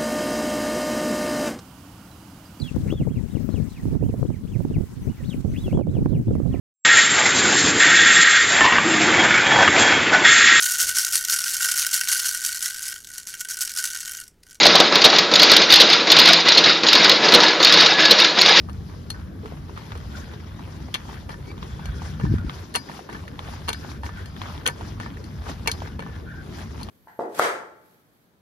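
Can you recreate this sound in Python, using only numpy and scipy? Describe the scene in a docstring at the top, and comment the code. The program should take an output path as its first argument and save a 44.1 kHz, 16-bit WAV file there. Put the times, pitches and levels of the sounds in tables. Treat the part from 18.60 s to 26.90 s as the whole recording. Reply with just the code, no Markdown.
"""A steel floor jack on grass is pumped by its long handle under a truck axle.
Its loose pins clank at the ends of each stroke, the loaded frame ticks and the wheels knock on the
ground. The pivots rub and squeak once, cloth swishes with the handle, and oil groans and hisses as
it is forced through the valve. Behind it lie a far rumble and a steady outdoor wash of noise,
and one gust of wind thumps the microphone."""
import sys
import numpy as np
from scipy import signal
from scipy.fft import rfft, irfft, next_fast_len
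from scipy.io import wavfile
from scipy.ndimage import uniform_filter1d

SR = 44100
rng = np.random.default_rng(int(sys.argv[2]) if len(sys.argv) > 2 else 0)


def waveform_to_disk(signal):
    """Save audio, clipped to [-1, 1], as 16-bit WAV at the path in sys.argv[1]."""
    frames = np.transpose(np.atleast_2d(signal))
    scaled = np.clip(frames, -1, 1) * 32767
    samples = np.round(scaled).astype(np.int16)
    wavfile.write(sys.argv[1], SR, samples)


N = 366030

# The notes the jack's steel rings at: f/Hz, level/dB, time to fade by 60 dB/s
STEEL_NOTES = [(448.5, -7.5, 0.066), (946, -9.5, 0.078), (1203, 6, 0.015), (1510, -8.5, 0.17),
               (1764, -7, 0.15), (2272, -1.5, 0.076), (2787, 6.5, 0.039), (3190, -1, 0.057),
               (3480, -6, 0.069), (4300, 7.5, 0.069), (4900, -15, 0.44), (6080, -3.5, 0.046),
               (8600, 11, 0.051)]
# Metal hitting metal: t/s, level/dB, main pitch f/Hz, heaviness/dB, extra sharpness/dB
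CLANKS = [(0.087, -26.5, 1273, 3, 3), (0.096, -26.5, 1670, 10.5, 13), (0.13, -44, 5500, -5, 16),
          (0.5027, -19, 4410, 2, 3), (0.545, -30, 1545, 1, 2), (1.375, -37, 5500, 6, 10),
          (2.3415, -11.5, 3320, -4, -5.5), (2.347, -13, 3660, 2, -13), (2.354, -19.5, 2200, 4, 2),
          (2.692, -22, 1990, 13, 3.5), (2.704, -28, 1920, 5, 0), (2.729, -30, 1700, 2, 0),
          (2.742, -27, 1820, 7, 3), (3.256, -26.5, 3940, 6.5, 5), (3.598, -22.5, 2080, 14, 1),
          (3.61, -28, 1760, 7, 8), (3.635, -30.5, 2180, 4, 0), (3.652, -23.5, 1400, 5, -2),
          (3.665, -31, 1760, 3, -2), (4.141, -26, 4300, 4, 12), (4.147, -21, 1620, -2, 7),
          (4.152, -10, 2860, 9, -4), (4.158, -11.5, 4540, 2, -1), (4.163, -14, 1835, 6.5, 6),
          (4.168, -27, 4940, 10, -3), (4.491, -24, 2050, 14.5, 0), (4.498, -27, 1840, -7, 8),
          (4.528, -27.5, 2080, 4, 5), (4.55, -24.5, 1760, 6, -5), (5.078, -25, 4270, 12, 0),
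          (5.084, -14, 2920, 10, -3), (5.09, -11.5, 4550, 10.5, -4.5), (5.102, -17.5, 2380, 10, -8),
          (5.13, -18.5, 3950, 0, 0), (5.134, -30, 4960, 10, -4), (5.146, -26, 1670, -4, 0),
          (5.434, -23.5, 1700, 9, 5), (5.443, -26, 1790, 7, 0), (5.464, -26, 2080, 5, -2),
          (5.492, -24, 1800, 9, 0), (5.658, -33.5, 5000, 4, 7), (6.059, -14.5, 1510, -14, 0),
          (6.0635, -8, 2760, 3, -7), (6.075, -10, 6200, 4, -6.5), (6.084, -14, 1950, 5.5, -3.5),
          (6.097, -23, 1700, 8, 0), (6.4, -21.5, 2040, 9.5, 3), (6.41, -25, 1650, 8, 6),
          (6.432, -31, 1890, -8, 5), (6.462, -23, 1820, 9, -5), (6.641, -34.5, 4700, 1, 4),
          (6.866, -26, 1440, 6, 0), (7.06, -23, 2740, 16, -3), (7.0744, -8, 2500, 2, 2.5),
          (7.081, -15, 2220, 7, -7), (7.095, -19, 1580, 3, -11), (7.115, -14.5, 4450, -5, -3),
          (7.393, -21, 2320, 12.5, -0.5), (7.403, -27.5, 2360, 10, 9), (7.424, -25.5, 1700, 4, 1),
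          (7.464, -27, 1740, 14, 0), (8.212, -27, 1350, 12, 22), (8.231, -28.5, 4560, -5, 8)]
def clank(db, hz, heavy_db, sharp_db):
    """A loose pin hits the steel, which rattles and rings. The sound starts after a 200-sample lead-in."""
    t = np.arange(7800) / SR
    near = lambda f, octaves: np.exp(-(np.log2((f + 1) / hz) / octaves) ** 2)  # 1 at the blow's pitch
    ring = 0
    for (f, note_db, fade_s), luck in zip(STEEL_NOTES, rng.random((len(STEEL_NOTES), 4, 1))):
        # notes near the blow's pitch ring most, above all the long ones
        boost_db = (7 + 24 * fade_s) * near(f, 0.083) - 4 + 3 * luck[2]
        if f < 1000:  # a heavy blow brings out the frame's low notes
            boost_db += 4 + 0.12 * heavy_db
        detuned_hz = f * (1 + 0.0031 * (2 * luck[3] - 1))
        tone = np.sin(2 * np.pi * (detuned_hz * t + luck[:2]))
        ring += gain_of(note_db + boost_db - 60 * t / fade_s) * tone
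    # the first contact is hardest, then the pin bounces in its hole
    crack = gain_of(12 - 60 * t / .018) + gain_of(-60 * t / .09)
    bounce = 1 + .4 * wobble(len(t), 60) * np.minimum(t / .004, 1)
    rattle = rng.standard_normal((2, len(t))) * crack * abs(bounce)
    # the steel lifts the rattle at its stronger notes
    strong_hz = [f for f, note_db, _ in STEEL_NOTES if note_db > -9]
    lift_db = lambda f: sum(8.6 / (1 + ((f - note) / (0.041 * note)) ** 2) for note in strong_hz) - 3
    rattle = filtered(rattle, lift_db)
    shake = 1 + .4 * wobble(len(t), 150) * np.exp(-t / .015)  # loose joints shake, then settle
    ring *= gain_of(-8 + 0.62 * heavy_db) * shake  # heavy blows ring more
    sound = np.pad((ring + rattle) * np.minimum(t / .0004, 1), ((0, 0), (200, 0)))
    # smaller parts and harder hits sound brighter
    treble_db = sharp_db - 13 + 16 * np.log2(hz / 2000) + 0.76 * (db + 13)
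    colour = [(150, heavy_db - 13), (600, heavy_db - 3.5), (920, heavy_db), (hz, -3),
              (min(2 * hz, 9000), treble_db), (10000, treble_db),
              (14000, treble_db - 13), (16500, treble_db - 17)]
    focus_db = lambda f: 3 * near(f, 0.07) + (6 - .45 * heavy_db) * near(f, 0.25)
    sound = filtered(sound, lambda f: look_up(colour, f) + focus_db(f))
    sound = sound[:, :7000] * np.minimum(np.arange(7000, 0, -1) / 2000, 1)
    rough_peak = 3.11 * np.sqrt(np.mean(sound[:, 200:500] ** 2))
    return gain_of(db) * sound / rough_peak


# Dry ticks of the frame: t/s, level/dB, f/Hz, snap compared with the tone/dB
TICKS = [(0.858, -29, 1210, -17), (0.922, -30, 580, -23), (1.095, -32.5, 990, -18),
         (1.176, -27.5, 1250, -27), (1.32, -23.5, 1210, 3), (1.353, -28, 1310, -22), (1.736, -32, 980, -4),
         (1.994, -30.5, 1020, -5), (2.285, -33.5, 805, -14), (2.454, -36, 900, -8),
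         (2.491, -28.5, 905, -20), (2.916, -31, 1050, 0), (2.979, -32, 1000, 7), (3.028, -24.5, 1190, 3),
         (3.194, -30.5, 884, -18), (3.288, -30.5, 1360, -20), (3.419, -25.5, 940, -27),
         (3.783, -30, 1500, -23), (3.896, -19.5, 1240, 6), (3.905, -33, 1500, 2), (4.289, -31, 1680, -15),
         (4.297, -24.5, 920, -6), (4.316, -33.5, 1730, -15), (4.392, -25.5, 740, -28),
         (4.679, -30, 1740, -7), (4.792, -20, 1100, 7.5), (4.886, -31, 760, -18), (5.247, -29.5, 860, -22),
         (5.572, -33, 1550, -20), (5.765, -29.5, 1780, 9), (5.817, -19, 1120, 1.5), (5.978, -28, 950, 12),
         (6.21, -26, 835, -12), (6.571, -33.5, 1680, -15), (7.204, -31, 900, 14), (7.274, -31, 1460, -15),
         (7.22, -24, 870, -25), (8.287, -26, 1060, 0)]
def tick(db, hz, snap_db):
    """The loaded frame settles: a short tone, a bright snap and a faint echo off ground and truck."""
    t = np.arange(SR // 16) / SR
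    snap = np.sin(2 * np.pi * 3400 * t) + 0.61 * np.sin(2 * np.pi * 2200 * t)
    snap *= gain_of(snap_db - 60 * t / 0.0051)
    click = (np.sin(2 * np.pi * hz * t) + snap) * struck(t, rise_s=0.001, fade_s=0.0093)
    echo = filtered(rng.standard_normal((2, len(t))), lambda f: -9 * abs(np.log2((f + 1) / (0.83 * hz))))
    sound = click + 0.14 * normalised(echo) * struck(t, rise_s=0.00091, fade_s=0.065)
    return gain_of(db) * sound / abs(click).max()


# Dull knocks of the wheels: t/s, level/dB, f/Hz
KNOCKS = [(0.834, -35, 434), (0.851, -31, 440), (1.354, -38, 464), (1.734, -38, 426), (6.07, -27.5, 499)]
def knock(db, hz):
    """A wheel presses into the ground with a short, low ring."""
    t = np.arange(SR // 10) / SR
    ring = np.sin(2 * np.pi * hz * t) * struck(t, rise_s=0.00069, fade_s=0.097)
    return np.tile(gain_of(db) * ring, (2, 1))


# The path of the one squeak: t/s, f/Hz, level/dB
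SQUEAK = [(2.845, 2210, -64), (2.875, 2250, -55), (2.9, 2265, -48), (2.915, 2330, -45.5),
          (2.925, 2290, -60)]
def squeak():
    """A dry pivot slips unevenly, making a shaky, sliding tone."""
    times, hz, db = np.transpose(SQUEAK)
    t = np.arange(times[0], times[-1], 1 / SR)
    phase = 2 * np.pi * np.cumsum(np.interp(t, times, hz)) / SR
    tone = (np.sin(phase) + 0.35 * np.sin(2 * phase)) * gain_of(np.interp(t, times, db))
    tone *= (1 + 0.4 * wobble(len(t), 80)) * signal.windows.tukey(len(t), .1)
    out = np.zeros((2, N))
    add(out, times[0], np.tile(tone, (2, 1)))
    return out


# Handle swings: fastest moment t/s, 12 dB rise time/s, 12 dB fall time/s, cloth level/dB, pivot level/dB
SWINGS = [(.34, 0.61, 0.11, -57, -52), (.6, 0.38, 0.13, -58, -52), (.86, 0.084, 0.37, -56.5, -49),
          (1.18, 0.093, 0.92, -53.5, -45.5), (1.58, 0.07, 0.084, -46, -44), (1.73, 0.046, 0.035, -55, -46),
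          (2.16, 0.55, 0.25, -55.5, -48), (2.54, 0.29, 0.12, -51, -43.5), (2.72, 0.026, 0.025, -48, -48),
          (2.89, 0.29, 0.078, -55, -51), (3.03, 0.1, 0.58, -54, -45), (3.49, 0.22, 0.11, -49, -45.5),
          (3.64, 0.047, 0.067, -52, -45), (3.74, 0.039, 0.056, -51, -44), (3.95, 0.12, 0.19, -49, -42.5),
          (4.36, 0.16, 0.092, -46, -44), (4.53, 0.047, 0.2, -51.5, -43), (4.891, 0.11, 0.19, -48, -40),
          (5.31, 0.26, 0.079, -48, -44.5), (5.456, 0.021, 0.046, -44, -40), (5.6, 0.1, 0.072, -52.5, -43.5),
          (5.9, 0.19, 0.17, -48.5, -39.5), (6.28, 0.24, 0.091, -51, -43.5), (6.42, 0.027, 0.14, -52, -43.5),
          (6.898, 0.048, 0.04, -44, -35.5), (7.27, 1, 0.088, -52, -45.5), (7.43, 0.035, .1, -60, -48),
          (7.56, 0.16, 0.1, -57.5, -47), (8.021, 0.19, 0.049, -47, -42), (8.2, 0.32, 0.28, -53.5, -46.5)]
def swing_loudness(column):
    """A handle sound is loudest when the swing is fastest, and fades away on both sides."""
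    t, power = np.arange(0, N + 64, 64) / SR, 0
    for swing in SWINGS:
        fastest, rise, fall = swing[:3]
        away = np.where(t < fastest, (fastest - t) / rise, (t - fastest) / fall)
        power += gain_of(swing[column] - 12 * away ** 1.06) ** 2
    return np.interp(np.arange(N) / SR, t, np.sqrt(power))


# Tone colour of the cloth: f/Hz, relative level/dB
CLOTH_COLOUR = [(1500, -7), (3300, -2.5), (5300, 1.5), (7000, -5), (9000, -4.5), (12000, -14.5),
                (15500, -14)]
def cloth_swish():
    """Cloth moves with the handle and makes a bright hiss."""
    hiss = noise(lambda f: look_up(CLOTH_COLOUR, f), 256, flicker_db=2.5, patch_s=0.028, patch_hz=2450)
    return hiss * swing_loudness(column=3)


# Tone colour of the pivots: f/Hz, relative level/dB
PIVOT_COLOUR = [(400, -4.5), (1000, 6.5), (1900, 0), (2600, -6), (3300, -5.5), (4500, -13.5), (7000, -46)]
def pivot_rub():
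    """The pivots rub as the handle swings, with about 110 tiny crackles a second."""
    rub = noise(lambda f: look_up(PIVOT_COLOUR, f), 256, flicker_db=2.03, patch_s=.03, patch_hz=700)
    strengths = gain_of(3 * np.minimum(rng.exponential(1, N), 2))
    clicks = uniform_filter1d(strengths * (rng.random(N) < 110 / SR), 24)
    crackles = signal.lfilter([1.2], [1, -np.exp(-1 / (.0013 * SR))], clicks)  # each dies in a few ms
    return normalised(rub * (1 + 0.94 * crackles)) * swing_loudness(column=4)


# The pitches the oil groans at: f/Hz, width/Hz, relative level/dB
GROAN_BANDS = [(1494, 200, 15), (1745, 130, 10), (2290, 240, -1), (3360, 910, -7.5)]
# Pushes of oil: start t/s, length/s, level/dB
OIL_PUSHES = [(.35, 0.58, -59), (1.45, 0.35, -51.5), (3.058, 0.6, -48), (3.606, 0.43, -50),
              (5.1, 0.31, -47.5), (5.465, 0.29, -47), (7.188, 0.16, -46.5), (7.486, 0.12, -47),
              (7.63, 0.23, -46.5)]
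def oil_groan():
    """Oil forced through the valve groans at fixed pitches; each push swells and fades."""
    def valve_db(f):
        bands = (gain_of(2 * db) / (1 + (2 * (f - hz) / width) ** 4) for hz, width, db in GROAN_BANDS)
        return 10 * np.log10(sum(bands))
    groan = noise(valve_db, 1024, flicker_db=4.5, patch_s=.04, patch_hz=300)
    t, pressure = np.arange(N) / SR, 0
    for start, length, db in OIL_PUSHES:
        pressure += gain_of(db) * np.sin(np.pi * np.clip((t - start) / length, 0, 1)) ** 0.85
    return pressure * groan


# Jets of oil: start t/s, length/s, level/dB, first f/Hz, last f/Hz
OIL_JETS = [(1.503, 0.26, -64, 3280, 3380), (1.84, 0.21, -62, 3150, 4060), (2.385, 0.23, -61, 3200, 3180),
            (3.002, 0.62, -60.5, 3450, 3220), (5.53, 0.16, -62, 3250, 3380), (5.684, 0.25, -64, 3400, 3450)]
def oil_hiss(width_hz=220):
    """Oil squirts through a narrow opening, with a hiss whose pitch drifts with the pressure."""
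    out = np.zeros((2, N))
    lowpass = signal.butter(2, width_hz / 2, fs=SR, output="sos")
    for start, length, db, from_hz, to_hz in OIL_JETS:
        t = np.arange(0, length, 1 / SR)
        phase = 2 * np.pi * np.cumsum(from_hz + (to_hz - from_hz) * t / length) / SR
        slow_noise = signal.sosfilt(lowpass, rng.standard_normal((2, 2, len(t))))
        hiss = slow_noise[0] * np.cos(phase) - slow_noise[1] * np.sin(phase)  # moved up to the pitch
        add(out, start, gain_of(db) * normalised(hiss) * np.sin(np.pi * t / length) ** 0.44)
    return out


# Swirls of air in the gust: middle t/s, level/dB, f/Hz, length/cycles
SWIRLS = [(3.299, -21.5, 56, 2.6), (3.636, -19, 102, 0.88), (3.642, -10.5, 168, 1.6), (3.672, -19, 133, 4),
          (3.702, -16.5, 100, 5.3), (3.72, -15, 141, 2.4), (3.741, -7, 153, 0.77), (3.756, -19.5, 80, 3.4),
          (3.795, -19, 87, 1.2), (3.848, -16, 126, 1), (3.863, -25, 44.7, 1.5)]
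def wind_gust():
    """Each swirl pushes the microphone back and forth for a moment, making a low thump."""
    out = np.zeros((2, N))
    t = np.arange(-2205, 2205) / SR
    for middle, db, hz, cycles in SWIRLS:
        phase = 2 * np.pi * (hz * t + rng.random((2, 1)))
        push = np.cos(phase) + 0.3 * np.cos(2.26 * phase)  # a lopsided push adds a higher tone
        add(out, middle + t[0], gain_of(db) * push * np.exp(-(2 * t * hz / cycles) ** 2))
    return out


# Tone colours of the far rumble and the outdoor wash: f/Hz, relative level/dB
RUMBLE_COLOUR = [(15, -42), (25, -15), (41, -25.5), (70, 3), (86, -1), (108, -11.5), (140, -6), (214, -16),
                 (250, -17), (320, -90), (550, -120)]
WASH_COLOUR = [(80, -24), (150, -3), (220, 0), (350, -3.5), (500, -10), (800, -19.5), (1500, -23),
               (3000, -35), (7000, -40), (15500, -41.5)]
# How loud the rumble is heard: t/s, level/dB
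RUMBLE_LEVEL = [(0, -32), (.4, -35.5), (1.15, -36), (1.5, -34), (1.7, -36), (2.9, -36), (3.3, -32.5),
                (3.6, -29.5), (3.75, -23.5), (3.9, -32), (4.07, -43.5), (4.45, -50), (4.55, -37.5),
                (6.3, -35.5), (7.2, -33.5), (7.9, -36), (8.3, -35)]
def background():
    """A low rumble swells with the gust, then the bass is briefly turned down, over a steady wash."""
    rumble = noise(lambda f: look_up(RUMBLE_COLOUR, f), 2048, flicker_db=1.5, patch_s=.08, patch_hz=40)
    wash = noise(lambda f: look_up(WASH_COLOUR, f), 1024, flicker_db=3, patch_s=.05, patch_hz=152.5)
    rumble_db = np.interp(np.arange(N) / SR, *np.transpose(RUMBLE_LEVEL))
    return gain_of(rumble_db) * rumble + gain_of(-44) * wash


def gain_of(db):
    """Turns decibels into a number to multiply by."""
    return 10 ** (np.asarray(db) / 20)


def normalised(x):
    """Scales a signal to an average strength (rms) of 1."""
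    return x / np.sqrt(np.mean(x ** 2) + 1e-20)


def struck(t, rise_s, fade_s):
    """The loudness of a hit: a quick rise, and a fall of 60 dB in fade_s."""
    return gain_of(-60 * t / fade_s) * np.minimum(t / rise_s, 1)


def wobble(samples, smoothing):
    """A random wiggle; more smoothing makes it slower."""
    return normalised(uniform_filter1d(rng.standard_normal(samples), smoothing))


def look_up(points, hz):
    """Reads between a table's rows, along a scale of octaves."""
    f, value = np.transpose(points)
    return np.interp(np.log(hz + 1), np.log(f + 1), value)


def add(mix, start, sound):
    """Mixes a sound in at a start time in seconds."""
    part = mix[:, round(start * SR):][:, :sound.shape[1]]
    part += sound[:, :part.shape[1]]


def filtered(x, shape_db):
    """Turns each frequency f up or down by shape_db(f)."""
    hz = np.fft.rfftfreq(x.shape[1], 1 / SR)
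    return irfft(rfft(x) * gain_of(shape_db(hz)), x.shape[1])


def noise(shape_db, size, flicker_db, patch_s, patch_hz):
    """Two noises of one colour, built in blocks of size samples, flickering in random patches."""
    hop = size // 4
    frames, hz = N // hop + 5, np.fft.rfftfreq(size, 1 / SR)
    a, b, c, d, patches = rng.standard_normal((frames, len(hz), 5)).T
    patches = uniform_filter1d(patches, max(1, round(patch_hz * size / SR)), 0)
    patches = normalised(uniform_filter1d(patches, max(1, round(patch_s * SR / hop)), 1))
    spectra = np.array([a + 1j * b, c + 1j * d]) * gain_of(shape_db(hz)[:, None] + flicker_db * patches)
    return normalised(signal.istft(spectra, nperseg=size, noverlap=size - hop)[1][:, :N])


# How far the left wave runs ahead, for the jack's hits and squeak and for the rest: f/Hz, lead/radians
JACK_LEAD = [(0, 0), (300, .3), (650, -1.9), (850, -.5), (1350, -3), (1650, -3), (1800, -5.3), (2600, -6),
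             (3300, -4.2), (4500, -5.8), (5500, -7.6), (7000, -8.2), (7900, -9.4), (8900, -9.5),
             (11000, -12.5), (13000, -12.7), (14600, -15.7)]
REST_LEAD = [(0, 0), (550, 1), (700, -.3), (1300, -1.9), (1750, .5), (2700, 1.5), (3300, .3), (4500, .5),
             (5500, -.8), (7000, -1.8), (7900, -3.1), (8900, -3.2), (11000, -6.2), (13000, -6.4),
             (14600, -9.4)]
# How much louder the left side is: f/Hz, level/dB
LEFT_BOOST = [(80, 0), (350, 3), (780, 1), (1250, -1), (2000, 3.5), (2500, 4), (3300, 7), (5500, 9.5),
              (8500, -1), (15000, 0.5)]
# How alike the two sides are at a spread of 1: f/Hz, likeness from 0 to 1
LIKENESS = [(60, 0.98), (260, 0.86), (680, 0.26), (1200, 0.1), (3000, 0.33), (6500, 0.3), (7800, 1),
            (15000, 1)]
def stereo(pair, lead, spread):
    """The microphone's left side hears the first signal; its right hears a shifted blend of both."""
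    size = next_fast_len(N + 4096)
    hz = np.fft.rfftfreq(size, 1 / SR)
    first, second = rfft(pair, size)
    alike = np.clip(1 - spread * (1 - look_up(LIKENESS, hz)), 0, 1)
    lean = gain_of(look_up(LEFT_BOOST, hz) / 2)
    shift = np.exp(-1j * np.interp(hz, *np.transpose(lead)))
    right = (alike * first + np.sqrt(1 - alike ** 2) * second) * shift
    return irfft(np.array([first * lean, right / lean]), size)[:, :N]


def scene():
    """Mixes everything; the nearby jack's hits and squeak sound narrower than the rest."""
    jack = np.zeros((2, N))
    for start, *settings in CLANKS:
        add(jack, start - 200 / SR, clank(*settings))
    for start, *settings in TICKS:
        add(jack, start, tick(*settings))
    for start, *settings in KNOCKS:
        add(jack, start, knock(*settings))
    jack += squeak()
    rest = cloth_swish() + pivot_rub() + oil_groan() + oil_hiss() + background() + wind_gust()
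    return stereo(jack, JACK_LEAD, spread=0.68) + stereo(rest, REST_LEAD, spread=0.81)


def record(dry):
    """The deepest bass (below 40 Hz) and the highest treble (above 16000 Hz) are cut away."""
    thinned = signal.sosfilt(signal.butter(2, 40, "highpass", fs=SR, output="sos"), dry)
    lowpass = signal.firwin(511, 16000, window=("kaiser", 9), fs=SR)
    return signal.oaconvolve(thinned, lowpass[None], "same")


dry = scene()
out = record(dry)
waveform_to_disk(out)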